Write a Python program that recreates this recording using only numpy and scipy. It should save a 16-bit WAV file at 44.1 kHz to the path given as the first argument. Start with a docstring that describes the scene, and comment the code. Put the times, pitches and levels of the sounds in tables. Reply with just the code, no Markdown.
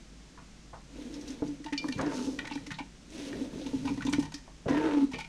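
"""A plastic cutting board drones as chopped onion and garlic are pushed off it by hand into a steel pot:
random slips and shoves excite its resonances, and two rubs of the hand add a gliding groan and squeak.
Clumps plop on the vegetables below (noise bursts through pot resonances), wet faces tick apart,
and a few pieces ping on the bare pot wall (decaying sines). Fingertips tap the plastic;
a small kitchen adds reflections, soft room noise and a low hum."""
import sys
import numpy as np
from scipy import signal
from scipy.fft import rfft, irfft, next_fast_len
from scipy.io import wavfile
from scipy.ndimage import uniform_filter1d

SR = 44100
rng = np.random.default_rng(int(sys.argv[2]) if len(sys.argv) > 2 else 0)


def unload_audio(sound):
    """Save the sound as a 16-bit wav file, at the path given as the first command line argument."""
    columns = np.transpose(np.atleast_2d(sound))
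    # keep every value between -1 and 1, then stretch to whole-number steps
    steps = np.round(np.clip(columns, -1, 1) * 32767)
    wavfile.write(sys.argv[1], SR, steps.astype(np.int16))


N = 233156
TIME_S = np.arange(N) / SR

# whole board flexing in the hand: centre_hz, width_hz, level_db
FLEX_MODES = [(85, 150, -3.5), (124.1, 4, 8.5), (155, 3.3, 18), (190.5, 9.6, 7.5)]
# stiffer bending resonances of the board: centre_hz, width_hz, level_db
UPPER_MODES = [(342, 62, 22.5), (399, 20, 25), (440.6, 48, 25), (524, 17, 12), (863.5, 21.5, 27.5),
               (1235, 37, 9), (1260, 230, 2), (2000, 1500, -13), (2700, 1100, -36)]
# spectrum of the juice film's hiss: frequency_hz, density_db_per_hz
WET_SPECTRUM = [(300, -33.5), (700, -1.5), (1100, -8.5), (2000, 0), (4000, 0.5), (4900, -5), (6100, -2),
                (7200, -10), (10000, -12), (11200, -26.5), (14000, -28), (15500, -45)]
# spectrum of splashes and juice spray: frequency_hz, density_db_per_hz
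SPLASH_SPECTRUM = [(800, -47), (2500, -1.5), (4500, 2.5), (6200, 4.5), (7500, -4), (10000, -8.5),
                   (12000, -22), (15000, -30)]


def from_db(db):
    """Decibels to gain."""
    return 10 ** (np.asarray(db) / 20)


def rms_one(x):
    """Scale to rms 1."""
    return x / np.sqrt(np.mean(x ** 2) + 1e-20)


def envelope(x, size):
    """Running rms over size samples."""
    return np.sqrt(np.abs(uniform_filter1d(x ** 2, size)) + 1e-14)


def even(x):
    """Hold the level at 1 and keep the fast grain."""
    return x / envelope(x, size=2200)


def colour(x, spectrum):
    """Filter by (Hz, dB) points, interpolated over log frequency."""
    hz, db = np.transpose(spectrum)
    size = next_fast_len(len(x))
    bins_hz = np.maximum(np.arange(size // 2 + 1) * SR / size, 1)
    gain = from_db(np.interp(np.log(bins_hz), np.log(hz), db))
    return irfft(rfft(x, size) * gain, size)[:len(x)]


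def resonate(x, hz, width_hz):
    """Two-pole resonance with gain 1 on top."""
    r = np.exp(-np.pi * width_hz / SR)
    zeros = np.array([1, 0, -1]) * (1 - r * r) / 2
    poles = [1, -2 * r * np.cos(2 * np.pi * hz / SR), r * r]
    return signal.lfilter(zeros, poles, x + 1e-18)


def body(x, modes, scatter_db=0):
    """Parallel resonances; the place of contact changes their strengths by scatter_db."""
    return sum(from_db(db + scatter_db * rng.normal()) * resonate(x, hz, width_hz)
               for hz, width_hz, db in modes)


def soften(x, hz):
    """Second-order low-pass."""
    return signal.sosfilt(signal.butter(2, min(hz, SR / 2 - 1000), fs=SR, output="sos"), x)


def drift(hz):
    """Random wavering below about hz, with rms 1."""
    return rms_one(soften(rng.standard_normal(N + SR), hz)[SR:])


def glide(x, ratio):
    """Raise or lower a steady texture's pitch by a moving ratio."""
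    return np.interp(np.cumsum(ratio) % N, np.arange(N), x)


def grains(per_s, spread_db, size=N):
    """Tiny slips at random moments, a few much stronger than the rest."""
    strength = from_db(spread_db * np.minimum(rng.exponential(1, size), 4))
    happens = rng.random(size) < per_s / SR
    return happens * strength * rng.choice([-1, 1], size)


def gate(start_s, end_s, rise_s, fall_s):
    """Full level from start to end, rising exponentially before and dying away after."""
    rise, fall = (TIME_S - start_s) / rise_s, (end_s - TIME_S) / fall_s
    return np.exp(np.minimum(0, np.minimum(rise, fall)))


def add(track, s, sound, db):
    """Mix in a short sound at time s, its highest 5 ms rms at db."""
    start = round(s * SR)
    sound = from_db(db) * sound / envelope(sound, size=220).max()
    track[start:start + len(sound)] += sound[:N - start]


def background():
    """Room tone is coloured noise; the low hum is a sine plus narrow-band noise, so it wavers."""
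    # room noise spectrum: frequency_hz, density_db_per_hz
    room_tone = [(15, -3), (28, -1), (50, -5), (80, -17), (150, -4), (250, -5), (420, -17), (1000, -23.5),
                 (2200, -23.3), (4000, -25.3), (6200, -24.3), (9000, -33), (11500, -48), (15000, -64)]
    room_rms_db, hum_rms_db, hum_hz = -53.8, -56, 50.1
    room = rms_one(colour(rng.standard_normal(N), room_tone))
    waver = rms_one(resonate(rng.standard_normal(N), hum_hz, width_hz=6.8))
    hum = rms_one(np.sin(2 * np.pi * hum_hz * TIME_S) + 0.52 * waver)
    return from_db(room_rms_db) * room + from_db(hum_rms_db) * hum


def taps():
    """A soft fingertip brushes the plastic: a short, dull noise band plus the board's flexing."""
    # fingertip taps: start_s, level_db, pitch_hz, decay_s
    touches = [(0.374, -50, 1150, 0.03), (0.731, -43.5, 880, 0.02), (1.421, -31, 470, 0.006),
               (1.841, -37, 890, 0.003), (1.99, -34, 1400, 0.012), (1.992, -33, 500, 0.04),
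               (4.476, -49, 833, 0.0092), (4.657, -33, 500, .016), (5.135, -43, 380, .025)]
    out, age_s = np.zeros(N), TIME_S[:SR // 5]
    for s, db, hz, decay_s in touches:
        shape = np.exp(-age_s / decay_s) * (1 - np.exp(-age_s / 0.0013))
        touch = shape * rng.standard_normal(len(age_s))
        add(out, s, soften(resonate(touch, hz, width_hz=.7 * hz), hz), db)
        add(out, s, soften(body(touch, FLEX_MODES), hz=400), db - 7)
    return out


def slide_gains():
    """Along each push the drone starts a little strong and settles, the juice film thins and the rumble grows
    toward the edge."""
    # pushes: start_s, end_s, drone_db, start_hiss_db, start_fizz_db, end_rumble_db (before the mix gains)
    slides = [(0.968, 1.368, -47.5, -63.5, -72, -71), (1.448, 1.54, -51.5, -68, -83, -71),
              (1.841, 1.99, -44, -69, -62.5, -58), (2.149, 2.268, -45.5, -80, -49.5, -57),
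              (2.313, 2.44, -45, -98, -63.5, -47.5), (2.54, 2.632, -54, -66.5, -80, -48),
              (3.155, 3.227, -47.5, -58.5, -59, -67), (3.269, 3.448, -42, -61, -65, -50),
              (3.549, 3.942, -44, -63, -61.5, -38), (4.027, 4.235, -52.5, -65, -79, -34.5)]
    gather_s, gather_db = 0.021, -2  # negative: the drone starts 2 dB up and settles
    gather_s, gather_db = 0.021, -2
    fade_db_per_s, growth_db_per_s = 1.5, 41
    total = 0
    for start_s, end_s, drone_db, hiss_db, fizz_db, rumble_db in slides:
        age_s = np.clip(TIME_S, start_s, end_s) - start_s
        levels_db = [drone_db - gather_db * np.exp(-age_s / gather_s),
                     hiss_db - fade_db_per_s * age_s,
                     fizz_db - fade_db_per_s * age_s,
                     rumble_db - growth_db_per_s * (end_s - start_s - age_s)]
        total = total + gate(start_s, end_s, rise_s=0.038, fall_s=0.045) * from_db(levels_db)
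    return total


def board_low(x, edge_hz):
    """Soft contacts reach only the board's low resonances."""
    # board resonances: centre_hz, width_hz, level_db
    board = [(173, 46, -14), (260, 20, 15), (278, 12, 21), (342, 69, 2), (452, 40, 7)]
    return soften(soften(body(x, board), edge_hz), edge_hz)


def board_drone(ratio):
    """Dense slips keep the board sounding; hand pressure bends its pitch by a ratio."""
    return even(glide(board_low(grains(per_s=2500, spread_db=6.0), edge_hz=554), ratio))


def sliding():
    """The heap slides in small jerks: the board drones and rumbles, and the film of juice crackles."""
    # overtones that sliding pieces wake in the board: centre_hz, width_hz, level_db
    slide_tones = [(365, 60, 0), (480, 50, -1), (885, 35, -9), (1380, 55, -17)]
    drone_gain, hiss_gain, fizz_gain, rumble_gain = slide_gains()
    low = board_drone(1 + .07 * drift(hz=12)) * from_db(2 * drift(hz=24.0))
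    overtone = rms_one(body(grains(per_s=900, spread_db=4), slide_tones))
    handling = even(soften(body(rng.standard_normal(N), FLEX_MODES), hz=223))
    crackle = even(colour(grains(per_s=9000, spread_db=4.2), WET_SPECTRUM))
    crackle = crackle * from_db(1.7 * drift(hz=13))
    spray = even(colour(grains(per_s=5000, spread_db=3.5), SPLASH_SPECTRUM))
    spray = spray * from_db(2 * drift(hz=5.5))
    drone = drone_gain * (low + from_db(-9.5) * overtone)
    rumble = from_db(-4.5) * rumble_gain * handling
    hiss = from_db(5.5) * hiss_gain * crackle
    return drone + rumble + hiss + fizz_gain * spray


def knocks():
    """A shove swings the board, its pitch sagging until the wet heap damps it; weight gives a thud."""
    # shoves by fingers and clumps: start_s, level_db, mid_sag_pitch_hz, decay_s
    shoves = [(0.985, -44, 298, 0.041), (1.099, -44.5, 318, 0.051), (1.158, -41.5, 289, 0.057),
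              (1.298, -36, 268, 0.041), (1.422, -26, 294, 0.013), (1.459, -38, 286, 0.026),
              (1.486, -33.5, 288, 0.031), (1.601, -40, 291, 0.017), (1.652, -39.5, 303, 0.024),
              (1.724, -30, 286, 0.026), (1.843, -30.5, 287, 0.015), (1.887, -28.5, 269, 0.024),
              (2.272, -28, 267.5, 0.043), (2.514, -36.5, 285, 0.017), (2.556, -31.5, 280, 0.019),
              (2.67, -41.5, 285.5, 0.028), (2.803, -37, 276, 0.015), (3.335, -33, 327, 0.0058),
              (3.41, -28.5, 269.6, 0.025), (3.564, -39, 265, 0.033), (3.658, -33, 263, 0.024),
              (3.733, -27, 263.3, 0.065), (3.849, -31.5, 266.6, 0.042), (3.905, -29, 271, 0.04),
              (3.976, -33, 270, 0.017), (4.051, -27, 268, 0.018), (4.08, -25.5, 270, 0.022),
              (4.129, -26.5, 284, 0.023), (4.184, -20, 282.6, 0.014), (4.341, -40.5, 283, 0.022),
              (5.088, -41, 257, 0.067)]
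    # the hand's weight comes down on the board: start_s, level_db
    weights = [(1.962, -32), (2.716, -36), (3.76, -34), (4.141, -35), (4.663, -26.5), (4.707, -33.5),
               (5.137, -38.5)]
    sag, fade_power = .09, 1.6  # pitch sag as a share; how abruptly the swing dies
    clack_db, thud_db = -16, -18.5
    out, age_s = np.zeros(N), TIME_S[:SR // 5]
    push = signal.unit_impulse(len(age_s))
    thud = soften(body(push, FLEX_MODES), hz=232)
    for s, db, hz, decay_s in shoves:
        spent = age_s / max(decay_s, .005)
        phase = 2 * np.pi * np.cumsum(hz * (1 + sag * (np.exp(-spent) - .5))) / SR
        swing = np.exp(-spent ** fade_power) * (1 - np.exp(-age_s / 0.0024)) * np.sin(phase)
        clack = soften(body(push, UPPER_MODES, scatter_db=3), hz=480)
        add(out, s, rms_one(swing) + from_db(clack_db) * rms_one(clack), db)
        add(out, s, thud, db + thud_db)
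    for s, db in weights:
        add(out, s, thud, db)
    return out


def ticks():
    """A film of juice breaks as wet faces snap apart, and a firm piece cracks on the steel wall at 1.777 s: a
    short, bright spit of band-passed grains."""
    # snaps: start_s, level_db, pitch_hz (the row at 1.777 s is the crack of a piece hitting the steel)
    snaps = [(1.14, -48, 5500), (1.211, -50.5, 5800), (1.304, -45.5, 5900), (1.477, -51.5, 5760),
             (1.645, -63, 5400), (1.777, -36, 5000), (1.982, -52, 6700), (2.061, -49.5, 5230),
             (2.391, -42, 3180), (2.5, -49, 3040), (2.534, -47, 5100), (2.555, -53, 3800),
             (2.74, -48, 3720), (3.103, -55, 6700), (3.307, -64, 3220), (3.614, -48, 4000),
             (3.662, -44.5, 3630), (4.051, -44.5, 6030), (4.067, -40.5, 3560), (4.095, -48, 7600),
             (4.194, -49.5, 8000), (4.342, -41, 5300), (4.692, -47, 5700)]
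    decay_s, width_share = 0.01, 0.22  # bandwidth as a share of pitch
    out, age_s = np.zeros(N), TIME_S[:SR // 10]
    for s, db, hz in snaps:
        spit = np.exp(-age_s / decay_s) * grains(per_s=16000, spread_db=2, size=len(age_s))
        add(out, s, soften(resonate(spit, hz, width_hz=width_share * hz), hz=1.15 * hz), db)
    return out


def squash(decay_s, per_s):
    """A soft piece meets the heap gradually and flattens in a lumpy burst of small contacts."""
    attack_s = 0.0045
    age_s = TIME_S[:SR // 5]
    lumps = from_db(1.4 * rms_one(soften(rng.standard_normal(len(age_s)), hz=160)))
    shape = np.exp(-age_s / max(decay_s, .001)) * (1 - np.exp(-age_s / attack_s)) ** 2
    return shape * lumps * grains(per_s, spread_db=3.0, size=len(age_s))


def plops():
    """Each landing piece, and one wet squish at 1.274 s, gives its own dull note, the pot's hollow and a wet
    splash."""
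    # larger pieces and clumps, plus one wet squish at 1.274 s: start_s, level_db (before plop_db), pitch_hz,
    # splash_db, decay_s
    pieces = [(1.274, -49, 5540, -46.5, 0.01), (1.64, -45, 1870, -50, 0.0043),
              (1.66, -35.5, 890, -55, 0.0035), (1.677, -44.5, 1900, -65, 0.0056),
              (1.724, -33, 1900, -47.5, 0.0059), (1.883, -34.5, 1750, -43, 0.0024),
              (1.924, -36, 2900, -46, 0.001), (2.009, -37, 875, -43.5, 0.0038),
              (2.388, -28, 1880, -47, 0.0014), (2.442, -41.5, 876, -67, 0.0045),
              (2.451, -37.5, 2140, -58, 0.0025), (2.47, -35.5, 1960, -48, 0.0039),
              (2.509, -33.5, 950, -55, 0.0027), (2.516, -37, 2560, -65, 0.0039),
              (2.552, -38.5, 860, -48, 0.0032), (2.573, -42, 1850, -69, 0.003),
              (2.662, -41.5, 2020, -47, 0.0063), (2.704, -36.5, 1900, -53, 0.0039),
              (2.713, -36.5, 1900, -47, 0.0041), (2.783, -33, 880, -54.5, 0.0092),
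              (3.328, -38, 1750, -67, 0.0012), (3.664, -43.5, 870, -49.5, 0.0033),
              (3.849, -40, 880, -48.5, 0.01), (3.87, -31.5, 970, -52, 0.0062),
              (3.886, -41.5, 2310, -52, 0.0099), (3.972, -43.5, 930, -55.5, 0.0053),
              (4.004, -35.5, 1470, -58, 0.004), (4.019, -35.5, 1900, -52, 0.0045),
              (4.063, -36.5, 960, -44.5, 0.0051), (4.082, -36.5, 935, -60, 0.0061),
              (4.123, -34.5, 950, -36.5, 0.0079), (4.133, -27, 2130, -53, 0.0017),
              (4.19, -42.5, 880, -45.5, 0.013), (4.221, -39, 900, -47.5, 0.0087),
              (4.251, -41.5, 904, -51.5, 0.0044), (4.319, -43.5, 950, -51, 0.0023),
              (4.339, -43, 1860, -43.5, 0.0035), (4.375, -50, 1850, -57, 0.0041),
              (5.11, -41.5, 886, -52.5, 0.016), (5.129, -33.5, 2360, -54, 0.014),
              (5.182, -34, 880, -47.5, 0.0064), (5.197, -36, 2360, -48.5, 0.0086),
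              (5.241, -41, 2350, -59, 0.0058)]
    # hollow resonances of the filled pot: centre_hz, width_hz, level_db
    pot = [(904, 22, 9.5), (1160, 280, -6), (1470, 100, 0), (1850, 50, 3), (2326, 160, -1),
           (2840, 200, -10), (3340, 1400, -10)]
    plop_db, shift = -3.5, 0.01  # shift: spread of the hollow's pitch with landing spot, as a share
    out = np.zeros(N)
    high_pass = signal.butter(4, 780, "high", fs=SR, output="sos")
    for s, db, hz, splash_db, decay_s in pieces:
        contacts = squash(decay_s, per_s=2500)
        note = soften(resonate(contacts, hz, width_hz=0.1 * hz), hz=1.8 * hz)
        spot = 1 + shift * rng.normal()
        modes = [(mode_hz * spot, width_hz, mode_db) for mode_hz, width_hz, mode_db in pot]
        hollow = soften(body(contacts, modes, scatter_db=4.0), hz=3420)
        plop = signal.sosfilt(high_pass, rms_one(hollow) + from_db(2.5) * rms_one(note))
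        add(out, s, plop, db + plop_db)
        add(out, s, colour(squash(decay_s, per_s=16000), SPLASH_SPECTRUM), splash_db)
    return out


def pings():
    """Firm pieces set the steel wall ringing; gentler touches wake the high modes less."""
    # hits on the bare wall: start_s, level_db
    hits = [(1.7771, -29.5), (1.923, -40), (5.156, -46), (5.209, -48)]
    # ring of the steel wall: pitch_hz, level_db, t60_s
    steel = [(2379, 0, 0.17), (2930, 3, 0.05), (3030, 4, 0.04), (3560, -5, 0.1), (3984, -4, 0.05),
             (4409, 4, 0.055), (4549, 4, 0.05), (4680, 3.5, 0.045), (4935, 8, 0.03), (5290, 6, 0.05),
             (5960, -2, 0.04), (6756, -2, 0.035)]
    out, age_s = np.zeros(N), TIME_S[:SR // 3]
    hz, level_db, t60_s = np.transpose(steel)[:, :, None]
    hardest_db = max(db for s, db in hits)
    contact = 1 - np.exp(-age_s / 0.00091)
    ring = np.exp(-np.log(1000) * age_s / t60_s) * np.sin(2 * np.pi * hz * age_s)
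    for s, db in hits:
        dulling_db = .55 * (db - hardest_db) * np.log2(hz / hz[0])
        strength = from_db(level_db + dulling_db + 2.5 * rng.normal(size=hz.shape))
        strength = strength * rng.choice([-1, 1], hz.shape)
        add(out, s, contact * np.sum(strength * ring, axis=0), db)
    return out


def rub_controls():
    """Groan, rasp and hiss gains, board pitch, and the hand's progress through each stroke."""
    # strokes across the board: start_s, end_s, rasp_db, hiss_db (before the mix gains)
    rubs = [(1.985, 2.3, -47.5, -83), (4.683, 5.05, -40.5, -70.5)]
    # hand pressure as the board's groan, one list per stroke: time_s, groan_db, pitch_hz
    pressures = [
        [(1.992, -38, 275), (2.04, -33, 285), (2.075, -31, 295), (2.122, -42, 275), (2.16, -35, 260),
         (2.2, -35, 250), (2.24, -45, 272), (2.3, -42, 280)],
        [(4.68, -44, 280), (4.712, -22, 283), (4.74, -34, 295), (4.78, -27, 296), (4.82, -36, 310),
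         (4.85, -26, 325), (4.915, -35, 298), (4.98, -23.5, 288), (5.007, -30, 286), (5.04, -20, 276),
         (5.06, -27, 266)],
    ]
    rasp_fade_db, rasp_fade_power = 16, 3.74  # dies ever faster as the hand slows
    gains, travelled = 0, np.zeros(N)
    for (start_s, end_s, rasp_db, hiss_db), pressure in zip(rubs, pressures):
        s, groan_db, _ = np.transpose(pressure)
        progress = np.clip((TIME_S - start_s) / (end_s - start_s), 0, 1)
        levels_db = [np.interp(TIME_S, s, groan_db),
                     rasp_db - rasp_fade_db * progress ** rasp_fade_power,
                     np.full(N, hiss_db)]
        gains = gains + gate(start_s, end_s, rise_s=0.0063, fall_s=0.018) * from_db(levels_db)
        travelled = np.where(TIME_S > start_s - .5, progress, travelled)
    s, _, hz = np.concatenate(pressures).T
    return (*gains, np.interp(TIME_S, s, hz), travelled)


def rubbing():
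    """Skin sticks and slips with the board: a clearing groan, relaxing plate, sinking squeak, crumbs."""
    groan_clears = 0.513  # share of roughness lost by the end of a stroke
    stiffen, stiffen_fade = 0.15, 0.3  # upper pitch raised by this share, easing over this share of a stroke
    squeak_start_hz, squeak_end_hz = 2024, 1127
    groan_gain, rasp_gain, hiss_gain, board_hz, progress = rub_controls()
    rough = 1 - groan_clears * progress
    phase = 2 * np.pi * np.cumsum(board_hz * (1 + 0.06 * rough * drift(hz=55))) / SR
    groan = even(np.sin(phase) * from_db(4 * rough * drift(hz=47.5)))
    # uneven bursts of friction, once a cycle
    slips = rms_one(from_db(2.6 * np.cos(phase) + 1.8 * drift(hz=88)))
    plate = even(soften(body(grains(per_s=900, spread_db=3.2), UPPER_MODES), hz=3600))
    plate = slips * glide(plate, 1 + stiffen * np.exp(-progress / stiffen_fade))
    squeak = resonate(grains(per_s=900, spread_db=4), squeak_start_hz, width_hz=110)
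    squeak = slips * even(glide(squeak, (squeak_end_hz / squeak_start_hz) ** progress))
    squeak_db = -3.5 - 34 * (progress - .35) ** 2  # strongest a third of the way
    crunch = resonate(grains(per_s=420, spread_db=3.5), hz=1900, width_hz=1500)
    crunch = even(soften(crunch, hz=3200))
    juice = slips * rms_one(colour(rng.standard_normal(N), WET_SPECTRUM))
    friction = from_db(7.5) * plate + from_db(squeak_db) * squeak + from_db(-12) * crunch
    return groan_gain * groan + rasp_gain * friction + from_db(15.0) * hiss_gain * juice


def kitchen(x, t60_s, wet_db):
    """Dense reflections from the hob and tiled walls, thin in the bass: decaying coloured noise."""
    age_s = TIME_S[:SR // 2]
    spectrum = [(300, -8), (800, -2.5), (5000, -4.5), (12000, -7.5)]
    wash = colour(rng.standard_normal(len(age_s)), spectrum)
    tail = wash * np.exp(-np.log(1000) * age_s / t60_s) * (age_s > .004)
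    return x + from_db(wet_db) * signal.fftconvolve(x, tail / np.linalg.norm(tail))[:N]


def scene():
    """Board and pot share one small room; the background is added without reflections."""
    sources = taps() + sliding() + knocks() + ticks() + plops() + pings() + rubbing()
    return (kitchen(sources, t60_s=.22, wet_db=-9) + background())[None]


def record(dry):
    """A steep elliptic low-pass cuts the top."""
    cutoff_hz = 15300
    return signal.sosfilt(signal.ellip(10, .1, 80, cutoff_hz, fs=SR, output="sos"), dry)


dry = scene()
out = record(dry)
unload_audio(out)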